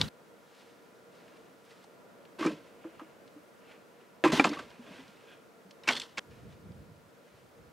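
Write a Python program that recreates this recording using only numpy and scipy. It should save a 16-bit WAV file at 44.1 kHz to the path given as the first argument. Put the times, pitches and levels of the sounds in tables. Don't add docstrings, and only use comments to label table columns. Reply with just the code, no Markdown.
import sys
import numpy as np
from scipy import signal
from scipy.fft import rfft, irfft, next_fast_len
from scipy.io import wavfile
from scipy.ndimage import uniform_filter1d

SR = 44100
rng = np.random.default_rng(int(sys.argv[2]) if len(sys.argv) > 2 else 0)


def log_audio(samples):
    frames = np.atleast_2d(samples).T
    limited = np.clip(frames, -1, 1)
    pcm = np.round(limited * 32767).astype(np.int16)
    wavfile.write(sys.argv[1], SR, pcm)


def ratio_of_db(decibels):
    return 10 ** (np.asarray(decibels, float) / 20)


N = 340452
TIME = np.arange(N) / SR

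SCENE_CHANGES = [
    .089,
    6.195,
]
# t/s, level/dB
BREEZE = [(.1, -1), (1.5, -.5), (3, 1.5), (4.2, -1), (6.2, 0.2627), (7, -1.5), (7.72, -2)]
# f/Hz, density/dB per Hz
SCRUB_MID = [(15, -83), (25, -46), (53, -29), (180, -8), (293, -8.5), (463, -8.5), (516, -7.5), (575, -9),
             (695, -13), (988, -18.5), (1230, -16), (1370, -17.5), (2480, -23.5), (3080, -26.5),
             (16000, -37.5)]
# f/Hz, density/dB per Hz
SCRUB_SIDE = [(15, -81), (25, -32), (175, -1.5), (270, 0.5), (309, -11.5), (354, -0.5), (863, -5.5),
              (936, -9), (1130, -8), (1440, -6.5), (2550, -18), (10100, -31.5), (16000, -43)]
# f/Hz, width/Hz, level/dB
HUM = [(467.55, 30.51, -65.5), (575.74, 67, -71), (679.83, 40, -73.5), (975.92, 67, -74.5),
       (1397.4, 50, -75)]
# peak t/s, 10 dB swell/s, 10 dB fade/s, level/dB
PUFFS = [(.004, .05, .045, -35), (.055, .03, .03, -44), (2.98, .08, .08, -67), (4.332, .012, .03, -42),
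         (4.58, .08, .12, -58), (5.03, .1, .1, -65), (5.9, .03, .127, -58), (6.185, .02, .3, -56),
         (6.31, .04, .2, -55), (6.45, .04, .13, -51), (6.66, .06, .05, -57), (6.708, .03, .05, -49),
         (6.796, .035, .05, -53), (6.914, .06, .06, -56), (7.08, .1, .08, -64), (7.354, .03, .03, -63),
         (7.44, .04, .04, -60), (7.605, .03, .035, -54), (7.68, .03, .05, -65)]
# f/Hz, density/dB per Hz
PUFF_COLOUR = [(15, -70), (25, -31), (66, -1), (86, 0), (162, 2), (267, -8.5), (375, -17.5), (500, -13),
               (650, -44), (1100, -120)]
# peak t/s, 10 dB swell/s, 10 dB fade/s, level/dB, treble/dB
SAND = [(.612, 0.1292, 0.1372, -59, -3), (1.15, .015, .04, -70, 0.5), (1.22, .04, .05, -69, -6),
        (1.35, 0.2184, 0.196, -64, -5), (1.67, .025, .05, -63, -3), (1.715, .02, .04, -62, -3.5),
        (1.84, .025, .012, -64, -2), (2.845, 0.0839, 0.113, -65.5, -13),
        (3.005, 0.1679, 0.1994, -64.5, -14), (3.716, 0.0593, 0.04, -54, -11),
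        (4.015, 0.1549, 0.1662, -67, -13.5), (4.535, .006, .02, -50, -7), (4.595, .012, .018, -46, -6.5),
        (6.315, .015, .12, -59, -5.5), (6.53, .04, .04, -66, -3), (1.775, .04, .04, -67, -3),
        (4.56, .02, .03, -54, -9), (4.71, 0.0207, 0.0987, -61, -10), (4.956, 0.1438, 0.1853, -53.5, -5.5),
        (5.31, 0.0751, 0.0644, -60, -7), (7.29, .1, .03, -70.5, -8.5), (7.39, 0.0922, 0.0307, -66, -2)]
# f/Hz, density/dB per Hz
GRAIN_COLOUR = [(500, 5.5), (1200, -1.5), (2000, 1), (2800, 4.5), (3300, -1), (4200, -7), (7000, -15.5),
                (12000, -21.5)]
# t/s, peak level/dB, centre f/Hz
SNAPS = [(.55, -55, 5000), (1.15, -58, 3988), (1.281, -50, 2200), (1.369, -53, 2988), (1.65, -58, 6000),
         (1.71, -50, 2979), (1.841, -49, 5015), (2.252, -49.5, 2501), (2.462, -32, 5007),
         (3.277, -48, 3000), (4.703, -49, 3002), (5.079, -50.5, 3487), (5.709, -43.5, 3504),
         (5.835, -52, 3950), (5.998, -34, 5500), (6.31, -56, 3492), (6.72, -55, 3483)]
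# t/s, peak level/dB, centre f/Hz, width/octaves, t60/s
TICKS = [(0.0139, -27.5, 5500, 1.2, .012), (0.017, -25, 3568, 1.004, 0.03643),
         (.016, -32, 900, 0.745, 0.02658), (4.4, -22.5, 2400, 0.2165, 0.0367),
         (.082, -45.5, 4209, 0.413, 0.01463), (2.842, -42.5, 976.1, 0.965, 0.1195),
         (2.995, -38.5, 1079, 0.7397, 0.09136), (2.995, -48, 2600, 0.836, .04),
         (4.492, -34.5, 4600, 0.863, 0.03163), (4.512, -46, 4579, 0.0657, 0.1214),
         (5.878, -27.5, 5580, 0.1798, 0.0395), (5.884, -24.5, 5500, 0.1743, 0.0422),
         (6.178, -34.5, 4303, 0.1614, .08), (6.188, -36.5, 4250, 0.258, .048),
         (6.182, -43.5, 6200, 0.1361, .08), (5.836, -47, 2263, .7, .06),
         (5.929, -44.5, 4198, 0.893, 0.2414)]
# peak t/s, 10 dB swell/s, 10 dB fade/s, level/dB
CREAKS = [
    (4.87, .03, .166, -64),
    (4.99, .04, .04, -66),
    (5.29, .03, .04, -63),
    (5.325, .03, .03, -61),
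]
# f/Hz, width/Hz, level/dB
HINGE_MODES = [(1574.1, 143, 0), (2473.4, 199.4, -3.5), (3320, 354, -1)]
# t/s, hold/s, steel level/dB, boom/dB over steel, grit/dB over steel
SCRAPES = [(-.006, 0.01707, -46, -7, 4), (0.007, 0.0034, -41, -9, 2), (.03, 0.0581, -59.5, -7.5, 3),
           (2.385, 0.01828, -39.5, -11.5, -6), (2.404, 0.07, -37.5, -2.5, -6.5),
           (2.491, 0.043, -52, 3, -2.5), (2.557, 0.12543, -62, 2.5, -4.5), (4.2394, 0.011, -25, -5.5, -7.5),
           (4.275, .025, -41, -8, -7), (4.316, 0.06, -31.5, -8, -1.5), (4.397, 0.011, -33, -3, -5),
           (4.445, 0.01583, -34, 0.5, -2), (4.49, 0.11173, -47.5, 0, -4.5),
           (4.619, 0.0791, -58.5, -2, -4.5), (4.86, 0.0774, -58.5, 4.5, -24.5),
           (5.834, 0.04264, -56, -12, -3), (5.874, 0.00834, -28.5, -9, -2), (5.899, 0.026, -42, -9, 4),
           (5.956, 0.0256, -52, -0.5, 8), (5.995, 0.04132, -55.5, -4.5, 5.5), (6.17, .03, -44, -9, 0.5)]
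# f/Hz, density/dB per Hz
RUB_COLOUR = [(290, -18), (500, -26.5), (729, 10), (1030, 17), (1510, 2), (3440, -11), (3920, -15.5),
              (4400, -18.5), (7530, -29.5), (12700, -38.5), (16000, -44)]
# t/s, peak level/dB, ring f/Hz
JINGLES = [(5.9093, -26, 2889), (5.9237, -28, 3268), (5.932, -25, 3320), (5.9519, -28.5, 3320),
           (5.9646, -27.5, 3444), (5.9699, -28.5, 3488), (5.9775, -32.5, 3441), (5.998, -28, 3472),
           (6.0103, -36.5, 3322), (6.0165, -31, 3340), (6.035, -39.5, 3346)]
# t/s, peak level/dB, start f/Hz, sag/Hz per s, t60/s
BENDS = [
    (4.25, -26, 1110, 4000, .09),
    (4.56, -49, 1050, -5000, .05),
]
# t/s, peak level/dB, f/Hz, t60/s, swell/ms
PINGS = [(0.0139, -8, 3806, 0.002555, 0.04744), (.0153, -12.5, 3719, 0.00456, 0.0484),
         (.016, -29, 3848, 0.04755, 0.299), (.016, -33, 873, 0.02747, 0.937),
         (.016, -31, 2262, 0.0154, 0.303), (0.0811, -40.5, 4217, 0.01123, 0.757),
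         (2.4705, -32, 2359, 0.0221, 0.928), (2.504, -38, 601.7, 0.04387, 2.76),
         (2.52, -42, 299.6, 0.09164, 5.04), (4.2394, -12, 1700, 0.005, .05),
         (4.244, -28.5, 1330, 0.0478, 1.93), (4.266, -26.5, 1087, 0.03966, 3.076),
         (4.3965, -11, 2356, 0.0284, .3), (4.397, -16, 1907, 0.01544, 0.33),
         (4.3975, -16.5, 822.5, 0.01619, 0.437), (4.447, -17.5, 1015, 0.02337, 0.528),
         (4.453, -38, 7418, 0.01303, 0.954), (4.49, -42, 5397, 0.02085, 1.01),
         (4.513, -41, 2274, 0.01954, 0.989), (4.5306, -32.5, 1185, 0.01954, .5),
         (4.571, -37, 1154, 0.02837, 2.966), (4.905, -47, 189.5, 0.1002, 4.58),
         (5.085, -51.5, 199.4, 0.083, 3.93), (5.235, -54.5, 446.5, 0.0737, 3.814),
         (5.65, -52, 189.7, 0.1586, 10.09), (5.877, -25, 2637, 0.02725, 2.04),
         (5.8885, -18, 2350, 0.02816, 0.4416), (5.888, -21, 2784, 0.02384, 0.3226),
         (5.888, -16.5, 1803, 0.00437, 0.0507), (5.922, -41, 4330, 0.0826, 3.99),
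         (5.958, -44.5, 4330, 0.0908, 4.056), (4.442, -21.5, 4305, 0.003666, 0.049),
         (4.452, -26, 700.8, 0.02864, 1.085), (4.41, -30, 401.5, 0.0382, 2.893),
         (6.1813, -26, 1700, 0.00367, .05), (2.428, -33, 1143, 0.0487, 2.14), (4.25, -27, 794.7, .05, 3),
         (4.335, -25.5, 647.7, 0.03387, 2.019), (4.446, -23, 2595, 0.0205, 1.12),
         (4.2394, -21, 2600, .008, .05), (.014, -29, 3200, .02, .2), (.014, -28, 4650, .02, .2),
             (.005, -36, 400, .03, 1.2), (.04, -47, 3900, .03, 2.2), (5.856, -52, 2280, .06, 4),
             (5.89, -29, 3800, .015, .5), (5.905, -37, 270, .08, 4), (4.606, -43, 300, .05, 3),
             (5.835, -48, 3850, .015, .3), (5.835, -52, 5300, .02, .3), (4.336, -22, 330, .025, 1.2),
             (4.324, -28, 165, .1, 7), (4.442, -35, 170, .1, 6), (4.374, -30, 300, .1, 5),
             (4.275, -38, 150, .14, 8), (2.452, -33, 175, .1, 8), (2.525, -45, 160, .12, 8),
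             (1.843, -50, 800, .02, 1.2), (1.715, -54, 2000, .02, 1.2), (5.0, -54, 2000, .04, 3),
             (4.47, -30, 960, .03, 2.2)]
# f/Hz, width/Hz, level/dB
TOP_MODES = [(245.66, 47, 2), (303.52, 58.89, 3.5), (434.24, 160, -2), (541.54, 259.33, -4.5),
             (620.5, 167.97, -15)]
# f/Hz, level/dB, t60/s
STEEL_MODES = [(816.89, -9.5, 0.15), (1060, -11, 0.24), (1366.3, -5, 0.07), (1630.3, -4, 0.041),
               (1862.3, -6, 0.02), (2118.6, -2, 0.019), (2400, -3.5, 0.016), (2774.6, -7, 0.03543),
               (3098.3, -7.5, 0.016), (3615, -14, 0.0407), (4314.3, -5, 0.072), (5500, 4.5, 0.0335),
               (6200, -16, 0.04029), (7521.7, 9.5, .04)]
# t/s, peak level/dB, main ring f/Hz, treble/dB, focus on the ring/dB per octave
CLACKS = [(2.393, -36, 1605, -15, -4.5), (2.427, -23.5, 1133, -24.5, 27.5), (2.449, -24.5, 1226, -22.5, 5),
          (2.464, -27.5, 1293, -10.5, 3), (4.2396, -16, 1388, -17, -3), (4.254, -20.5, 1060, -28, 30),
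          (4.276, -25, 1209, -14, -3), (4.32, -24, 975, -4, -5.5), (4.3965, -10, 1718, -15.5, -1),
          (4.443, -15, 2429, -13, 1.5), (4.447, -20, 990.5, -21, 2), (4.453, -21, 1199, -15, 5),
          (4.471, -26, 1163, -19, 0), (4.533, -32, 2231, -14.5, -2.5), (4.57, -43, 1166, -26.5, 25.5),
          (4.591, -31.5, 1556, -16, 4.5), (5.8744, -25, 2255, -12.5, 11), (5.888, -15.5, 2274, -11.5, -1),
          (5.897, -20, 1994, -20, 0.5), (5.907, -23.5, 1505, -14, -0.5), (6.175, -27.5, 2254, -18, 31.5),
          (6.181, -26.5, 2604, -7.5, 1), (6.19, -30, 3155, -18, 3)]
# t/s, peak level/dB, f/Hz, push/ms
THUMPS = [(2.39, -35, 358.9, 3.215), (2.41, -25, 313.9, 3.88), (2.434, -32, 353.6, 3.92),
          (2.456, -21.5, 306.8, 2.376), (2.449, -21.5, 356.5, 5.31), (2.4715, -20.5, 309.9, 2.923),
          (2.499, -37, 217.7, 3.646), (2.85, -34, 328.8, 1.05), (3.015, -38, 317.6, 2.302),
          (3.359, -43.5, 300.5, 5.64), (4.2392, -14, 362.4, .8), (4.2575, -14, 318, 8.53),
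          (4.295, -24, 311.2, 4.444), (4.331, -20.5, 243.8, 2.644), (4.3958, -14.5, 285, 1.377),
          (4.416, -26, 250, 2.967), (4.448, -31.5, 378.1, 3.974), (4.466, -28.5, 216.1, 2.88),
          (4.497, -30, 285, 6.61), (4.514, -28, 293, 3.72), (4.793, -42.5, 240.7, 2.34),
          (4.873, -48, 265.4, 3.31), (4.987, -43.5, 264, 2.24), (5.885, -37, 245.6, 4.27),
          (5.917, -39, 428.7, 2.165), (5.947, -43.5, 246.3, 4.6), (6.18, -42, 509.5, 4.04)]


def noise(*shape):
    return rng.standard_normal(shape)


def unit(x):
    return x / np.sqrt(np.mean(x ** 2))


def colour(x, points):
    hz, db = np.transpose(points)
    size = next_fast_len(len(x))
    f = np.arange(size // 2 + 1) * SR / size + 1
    gain = ratio_of_db(np.interp(np.log(f), np.log(hz), db))
    return unit(irfft(rfft(x, size) * gain, size)[:len(x)])


def band(x, lo_hz, hi_hz):
    edges_hz = [lo_hz, min(hi_hz, .45 * SR)]
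    return signal.sosfilt(signal.butter(2, edges_hz, "bandpass", fs=SR, output="sos"), x)


def walk(rate):
    k = int(SR / rate)
    held = np.repeat(noise(N // k + 1), k)[:N]
    return unit(uniform_filter1d(uniform_filter1d(held, k), k))


def crackle(length, spread_db):
    size = np.minimum(rng.exponential(size=length), 5)
    return unit(noise(length) * ratio_of_db(spread_db * size))


def decay(t, t60):
    return np.exp(-np.log(1000) * t / t60)


def ring(t, hz, t60):
    return np.sin(2 * np.pi * hz * t) * decay(t, t60)


def shot_end(s):
    return min([c for c in SCENE_CHANGES if c > s] + [N / SR])


def shot(s):
    return TIME < shot_end(s)


def add(out, s, sound, db):
    i = int(s * SR)
    n = min(len(sound), int(shot_end(s) * SR) - i)
    out[i:i + n] += ratio_of_db(db) * sound[:n] / np.abs(sound).max()


def swell(s, rise_s, fall_s, db):
    gain = np.zeros(N)
    near = slice(max(int((s - 5 * rise_s) * SR), 0), int((s + 5 * fall_s) * SR))
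    drop = np.maximum((s - TIME[near]) / rise_s, (TIME[near] - s) / fall_s)
    gain[near] = ratio_of_db(db - 10 * drop)
    return gain * shot(s)


def bushes():
    db = np.interp(TIME, *np.transpose(BREEZE))
    leaf_db = -1 - .7 * db
    db, leaf_db = np.where(shot(0), [[-3], [15]], [db, leaf_db])
    mid = ratio_of_db(-59) * colour(noise(N), SCRUB_MID)
    side = ratio_of_db(-62.5) * colour(noise(N), SCRUB_SIDE)
    for hz, width_hz, hum_db in HUM:
        tone = unit(band(noise(N), hz - width_hz / 2, hz + width_hz / 2))
        mid += ratio_of_db(hum_db + 1.1715 * walk(3.2)) * tone
    pair = np.array([mid, side])
    low = signal.sosfilt(signal.butter(1, 1200, fs=SR, output="sos"), pair)
    leaves = (pair - low) * ratio_of_db(leaf_db + 0.21 * walk(12))
    mid, side = (low * ratio_of_db(walk(7.2)) + leaves) * ratio_of_db(db)
    return np.array([mid + side, mid - side])


def puffs():
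    mid, side = (colour(noise(N), PUFF_COLOUR) * ratio_of_db(1.4 * walk(25)) for _ in range(2))
    ports = mid * ratio_of_db(np.array([[-.8], [.8]])) + ratio_of_db(-8.5) * side * np.array([[1], [-1]])
    return sum(swell(*puff) for puff in PUFFS) * ports


def strokes():
    attack_s, release_t60_s, settle_db, settle_t60_s = .006, 0.19315, -24, 1.2
    power = np.zeros((3, N))
    for s, hold_s, db, boom_db, grit_db in SCRAPES:
        near = slice(max(int(s * SR), 0), int(s * SR) + SR)
        after = np.maximum(TIME[near] - s - hold_s, 0)
        fade = ratio_of_db(-60 * after / release_t60_s) + ratio_of_db(settle_db - 60 * after / settle_t60_s)
        gain = np.clip((TIME[near] - s) / attack_s, 0, 1) * fade * shot(s)[near]
        levels = ratio_of_db(db + np.array([[0], [boom_db], [grit_db]]))
        power[:, near] += (levels * gain) ** 2
    return np.sqrt(power)


def ground():
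    boom = strokes()[1]
    shake = np.roll(uniform_filter1d(boom, SR // 20), int(.025 * SR))
    return ratio_of_db(-28.5) * shake * unit(band(noise(2, N), 26, 60))


def sand():
    grains = colour(crackle(N, spread_db=2.5) * ratio_of_db(1.1 * walk(60)), GRAIN_COLOUR)
    coarse = unit(band(band(grains, 660, 3700), 560, 3900))
    fine = unit(band(grains, 3257.3, 11000))
    return sum(swell(*step[:4]) * (coarse + ratio_of_db(step[4]) * fine) for step in SAND)


def ticks():
    out, t = np.zeros(N), TIME[:SR // 12]
    snaps = [(*snap, 1.224, 0.03213) for snap in SNAPS]
    for s, db, hz, octaves, t60 in [*TICKS, *snaps]:
        force = noise(len(t)) * decay(t, t60)
        force[0] += 2.5
        half = 2 ** (octaves / 2)
        add(out, s, band(force, hz / half, hz * half), db)
    return out


def hinge():
    slip = crackle(N, spread_db=3)
    body = unit(sum(ratio_of_db(db) * unit(band(slip, hz - w / 2, hz + w / 2)) for hz, w, db in HINGE_MODES))
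    return body * sum(swell(*creak) for creak in CREAKS)


def scrapes():
    slip = unit(crackle(N, spread_db=1) * ratio_of_db(1.5 * walk(150)))
    rub = colour(slip, RUB_COLOUR)
    tubes = unit(sum(ratio_of_db(db) * band(slip, hz - 2.9 / t60, hz + 3.5 / t60)
                     for hz, db, t60 in STEEL_MODES if hz < 2600))
    panel = sum(ratio_of_db(db) * band(slip, hz - w / 2, hz + w / 2) for hz, w, db in TOP_MODES)
    boom = unit(panel + ratio_of_db(-8.5) * band(slip, 110, 220))
    steel = unit(0.6968 * unit(band(rub, 480, 3800)) + 0.5006 * tubes)
    grit = unit(band(rub, 3815, 14000))
    return np.sum(strokes() * (steel, boom, grit), axis=0)


def jingles():
    out, t = np.zeros(N), TIME[:SR // 20]
    for s, db, hz in JINGLES:
        force = noise(len(t)) * np.exp(-t / 0.003651) * (1 - np.exp(-t / 0.000454))
        force = band(force, 1776, 9570)
        body = ring(t, hz, .0065) + ratio_of_db(-16.5) * ring(t, 4330, 0.02612)
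        body += ratio_of_db(-10.5) * ring(t, 4763, 0.004036) + ratio_of_db(-19) * ring(t, 7442, .008)
        add(out, s, signal.fftconvolve(force, body)[:len(t)], db)
    return out


def bends():
    out, t = np.zeros(N), TIME[:SR // 10]
    for s, db, hz, sag_hz, t60 in BENDS:
        add(out, s, ring(t, hz - sag_hz * t / 2, t60) * (1 - np.exp(-t / .004)), db)
    return out


def pings():
    out, t = np.zeros(N), TIME[:SR // 8]
    for s, db, hz, t60, swell_ms in PINGS:
        add(out, s, ring(t, hz, t60) * (1 - np.exp(-t * 1000 / max(swell_ms, .05))), db)
    return out


def clacks():
    out, t = np.zeros(N), TIME[:SR // 6]
    hz, mode_db, t60 = np.transpose(STEEL_MODES)
    for s, db, main_hz, treble_db, focus_db in CLACKS:
        chatter_t60_s = 0.04648 * 1.0267 ** (treble_db + 18) * 0.98564 ** (db + 24)
        force = crackle(len(t), spread_db=1.5) * decay(t, chatter_t60_s)
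        force[0] += 4
        push = band(band(force, 199.8, 1.7454 * main_hz), 170, 2.3064 * main_hz)
        level_luck, pitch_luck = noise(2, len(hz))
        near_db = -focus_db * np.abs(np.log2(hz / main_hz)) + 3.5 * level_luck
        struck_db = mode_db + near_db - 2.9 * (hz > 1.1 * main_hz)
        modes = zip(hz * (1 + .05 * pitch_luck), struck_db, t60)
        low = ring(t, main_hz, 0.0277)
        low += sum(ratio_of_db(g - 3.5) * ring(t, f, 0.54 * d) for f, g, d in modes if f < 4000)
        high = sum(ratio_of_db(g) * ring(t, f, 0.37 * d) for f, g, d in STEEL_MODES if f > 4000)
        crack = ratio_of_db(-2.5 - focus_db) * unit(band(push, 0.30755 * main_hz, 1.9 * main_hz))
        add(out, s, unit(signal.fftconvolve(push, low)[:len(t)]) + crack, db)
        tick = unit(signal.fftconvolve(band(force, 2900, 9806), high)[:len(t)])
        tick += 2.6 * unit(band(force, 3600, 7100))
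        add(out, s, tick, db + treble_db)
    return out


def thumps():
    out, t = np.zeros(N), TIME[:SR // 4]
    for s, db, hz, push_ms in THUMPS:
        t60 = 0.10812 * 0.97091 ** (db + 30)
        body = ring(t, hz, t60) + ratio_of_db(-7) * ring(t, 1.5368 * hz, 0.456 * t60)
        body += ratio_of_db(-25) * ring(t, 0.604 * hz, 1.7043 * t60)
        for mode_hz, width_hz, mode_db in TOP_MODES:
            body += ratio_of_db(mode_db - 8) * rng.normal() * ring(t, mode_hz, min(t60, 2.6947 / width_hz))
        add(out, s, body * (1 - np.exp(-t * 1000 / push_ms)), db)
    return out


def scene():
    table = thumps() + clacks() + ticks() + jingles() + scrapes() + sand() + pings() + bends()
    table = band(table, 100, 12463)
    t = TIME[:SR // 8]
    smear = noise(2, len(t)) * decay(t, .15)
    smear = band(smear, 420, 14000) / np.sqrt(np.sum(smear ** 2))
    echo = np.zeros((2, N))
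    edges = [0] + [int(c * SR) for c in SCENE_CHANGES] + [N]
    for a, b in zip(edges, edges[1:]):
        echo[:, a:b] = signal.fftconvolve(table[None, a:b], smear, axes=1)[:, :b - a]
    direct = table * ratio_of_db(np.array([[-.2], [.2]]))
    return direct + ratio_of_db(-18.5) * echo + ground() + puffs() + bushes() + hinge()


def band_limit(x):
    return signal.sosfilt(signal.butter(12, 16470, fs=SR, output="sos"), x)


def record(dry):
    mix = signal.sosfilt(signal.butter(2, 40, "highpass", fs=SR, output="sos"), dry)
    mix = np.tanh(1.1 * mix) / 1.1
    mix = signal.sosfilt(signal.ellip(10, .2, 60, 15750, fs=SR, output="sos"), mix)
    return band_limit(mix)


dry = scene()
out = record(dry)
log_audio(out)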